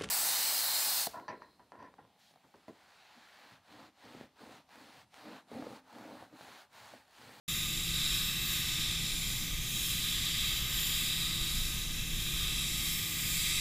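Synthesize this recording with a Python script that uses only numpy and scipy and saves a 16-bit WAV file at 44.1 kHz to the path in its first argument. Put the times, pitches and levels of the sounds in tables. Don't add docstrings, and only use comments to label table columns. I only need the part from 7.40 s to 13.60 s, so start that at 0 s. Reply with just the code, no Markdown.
import sys
import numpy as np
from scipy import signal
from scipy.fft import rfft, irfft, next_fast_len
from scipy.io import wavfile
from scipy.ndimage import uniform_filter1d

SR = 44100
rng = np.random.default_rng(int(sys.argv[2]) if len(sys.argv) > 2 else 0)


def dump_mix(stems):
    frames = np.atleast_2d(stems).T
    limited = np.clip(frames, -1, 1)
    pcm = np.round(limited * 32767).astype(np.int16)
    wavfile.write(sys.argv[1], SR, pcm)


def volts(x):
    e = np.asarray(x, float) / 20
    return 10 ** e


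N = 273596
SPAN = next_fast_len(N)
HZ = np.arange(SPAN // 2 + 1) * SR / SPAN

# frequency_hz, density_db
JET_COLOUR = [(300, -25.5), (700, -30.5), (1100, -23), (2000, -11), (3000, -8.5), (3900, -5.5), (4300, -13),
              (6000, -15.5), (9000, -15.5), (15000, -19.5)]
# centre_hz, width_hz, gain_db
CASE_RESONANCES = [(1215, 192, 9.5), (1395, 67, -15.5), (1790, 70, -4), (2010, 98, 1.5), (2428, 36, 6.5),
                   (2647, 73, 5.5), (2860, 102, -7), (3166, 70, -2.5), (3218, 59, 8), (3524, 376, 4),
                   (3863, 236, 5), (4116, 52, -13.5), (4190, 90, 2.5), (4380, 92, -9), (4610, 320, 4),
                   (4920, 180, 4), (5230, 210, -4.5), (5360, 200, 9), (5870, 300, -1.5), (6100, 82, 5),
                   (7220, 396, 10), (7900, 270, 2.5), (9500, 150, -4.5), (10600, 1070, 3.5),
                   (11980, 500, -4), (12050, 140, 12.5), (12900, 560, 6.5), (13300, 500, 2),
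                   (14540, 450, 6)]
# centre_hz, gain_to_right_db, gain_at_ends_db, share_of_dip (0-1)
FOLLOW_REGIONS = [(2090.0, -0.9, -0.51, 0.12), (3430, -0.8, -1.8, 0.26), (4950, -1.1, -1.3, 0.45),
                  (6300, 2.2, 3, 0.31), (7100, 0.6, 4.5, 1), (7960, 0.7, -0.3, 0.25),
                  (9030.0, 0.78, 1.63, 0.6), (10400, 2.5, 4.5, 1.0), (11990.0, 1, 3, 0.66),
                  (13130.0, -1.7, 7.5, 0.88), (14480.0, -0.2, 7.5, 0.94)]
# time_s, body_db, lower_treble_db, top_db
HISS_DRIFT = [(.18, -1, -2.5, -.8), (.7, -0.5, 1.7, 0.5), (1.15, 0.9, 1.7, 2), (1.55, -1.2, 0, -1),
              (1.93, -0.3, -1.5, -0.3), (2.5, .4, -1, 1.5), (2.92, 0.2, -0.3, 0.5), (3.64, 0, 1.6, 3),
              (3.93, -0.45, -1.8, -.8), (4.94, -0.4, -2, .3), (5.3, -1.1, 2.5, 1), (5.58, 0.2, 3, 5),
              (5.95, -0.5, 5.5, 3), (6.15, 0.5, 5.5, 1)]
DRIFT_CENTRES = [3530, 7650, 13000]


def jet(patchy_db=1.5, flutter_db=0.39, step_hz=297.3):
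    place, dip_db = sweep()
    controls = np.array([place, place ** 2, dip_db, *curves(HISS_DRIFT)])
    controls = controls - controls.mean(axis=1, keepdims=True)
    colour_db = shape_db(JET_COLOUR)
    for centre_hz, width_hz, gain_db in CASE_RESONANCES:
        colour_db = colour_db + gain_db / (1 + (2 * (HZ - centre_hz) / width_hz) ** 2)
    air = noise(colour_db)
    jet_db = -38
    air = air * volts(jet_db) / np.std(sound(air * (HZ > 3000) * (HZ < 5600)))

    region_hz, *follow = np.transpose(FOLLOW_REGIONS)
    flutter = flutter_db * walk(18)
    bass_follow = 0.44
    hiss = 0
    for hz in np.arange(0, 16000, step_hz):
        shares = [np.interp(hz, region_hz, column) for column in follow]
        shares += [np.interp(hz, DRIFT_CENTRES, band) for band in np.eye(len(DRIFT_CENTRES))]
        motion_db = shares @ controls * np.interp(hz, [600, 1800], [bass_follow, 1])
        band = np.clip(1 - abs(HZ - hz) / step_hz, 0, 1)
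        gain_db = motion_db + flutter + patchy_db * walk(3.686)
        hiss = hiss + volts(gain_db) * sound(air * band)
    return hiss


# time_s, dip_db (before each region's share), half_width_s (standard deviation of the dip)
STROKE_TURNS = [(0.94, -7, 0.079), (2.15, -8, 0.12), (3.25, -5.5, 0.08), (4.55, -9, 0.18), (5.71, -8, 0.12)]
MID_STROKES = [.63, 1.51, 2.93, 3.82, 5.25, 6.3]


def sweep():
    t = np.arange(N) / SR
    first_turn_s, last_turn_s = -0.18, 6.8
    turn_times = [time_s for time_s, _, _ in STROKE_TURNS]
    marks = np.sort([first_turn_s, last_turn_s, *MID_STROKES, *turn_times])
    quarter_cycles = np.interp(t, marks, np.arange(len(marks)))
    place = np.cos(np.pi / 2 * quarter_cycles)
    dip_db = sum(db * np.exp(-.5 * ((t - s) / w) ** 2) for s, db, w in STROKE_TURNS)
    return place, dip_db


# frequency_hz, density_db
DUCT_COLOUR = [(32, -27), (55, -3), (85, -7), (105, -3.5), (150, -7), (235, -12), (275, -20), (312, -14.5),
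               (350, -21), (443, -25.5), (604, -31), (950, -33.5), (1240, -64), (2090, -120)]
SHAFT_ORDERS = [4, 5, 10, 25]
# level_db (rms), unsteadiness (0-1)
ORDER_LEVELS = [(-56.5, 0.41), (-50.5, 0.2), (-66, 0.86), (-75.5, 0.25)]


def fan(drift=.0015, waver_db=5.):
    shaft_hz, roar_db = 32.76, -46
    roar = level(sound(noise(shape_db(DUCT_COLOUR))), roar_db)
    turn = 2 * np.pi * np.cumsum(shaft_hz * (1 + drift * walk(2.47))) / SR
    tones = 0
    for order, (level_db, unsteady) in zip(SHAFT_ORDERS, ORDER_LEVELS):
        strength = volts(waver_db * unsteady * walk(6))
        phase = order * turn + np.pi * unsteady * walk(8)
        tones = tones + level(strength * np.sin(phase), level_db)
    return roar + tones


# frequency_hz, density_db
DRAUGHT_COLOUR = [(4.7, -38), (8.0, -3), (27, -0.5), (60, -6), (78, -24), (130, -120)]
# time_s, level_db
GUST_LEVELS = [(.1, -46.5), (.4, -43), (.8, -42), (1.1, -47.5), (1.7, -40.5), (2.1, -45), (3, -45),
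               (3.4, -42), (3.6, -48), (4.2, -39), (5.2, -41), (5.6, -46), (6.15, -43.5)]


def draught(gusty_db=1.5):
    rumble = level(sound(noise(shape_db(DRAUGHT_COLOUR))), 0)
    return rumble * volts(curves(GUST_LEVELS)[0] + gusty_db * walk(6.7))


def noise(db):
    return rfft(rng.standard_normal(SPAN)) * volts(db)


def shape_db(points):
    hz, db = np.transpose(points)
    return np.interp(np.log(HZ + 1), np.log(hz), db)


def sound(spectrum):
    return irfft(spectrum, SPAN)[..., :N]


def level(x, db):
    return x * volts(db) / np.sqrt(np.mean(x ** 2))


def curves(table):
    time_s, *columns = np.transpose(table)
    return np.array([np.interp(np.arange(N) / SR, time_s, column) for column in columns])


def walk(rate):
    hold = int(SR / rate)
    steps = np.repeat(rng.standard_normal(N // hold + 1), hold)
    smooth = uniform_filter1d(uniform_filter1d(steps, hold), hold)[:N]
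    return smooth / smooth.std()


def scene():
    return np.tile(jet() + fan() + draught(), (2, 1))


def roll_off(x):
    return signal.sosfilt(signal.butter(12, 16460, fs=SR, output="sos"), x)


def record(dry):
    start_s, fade_s = .0785, 0.0057
    top_hz, top_slope_hz = 15350, 100
    fade = np.clip((np.arange(N) / SR - start_s) / fade_s, 0, 1)
    low_pass = np.clip((top_hz - HZ) / top_slope_hz, 0, 1)
    cut = sound(rfft(dry * fade, SPAN) * low_pass)
    mix = cut * (fade > 0)
    return roll_off(mix)


dry = scene()
out = record(dry)
dump_mix(out)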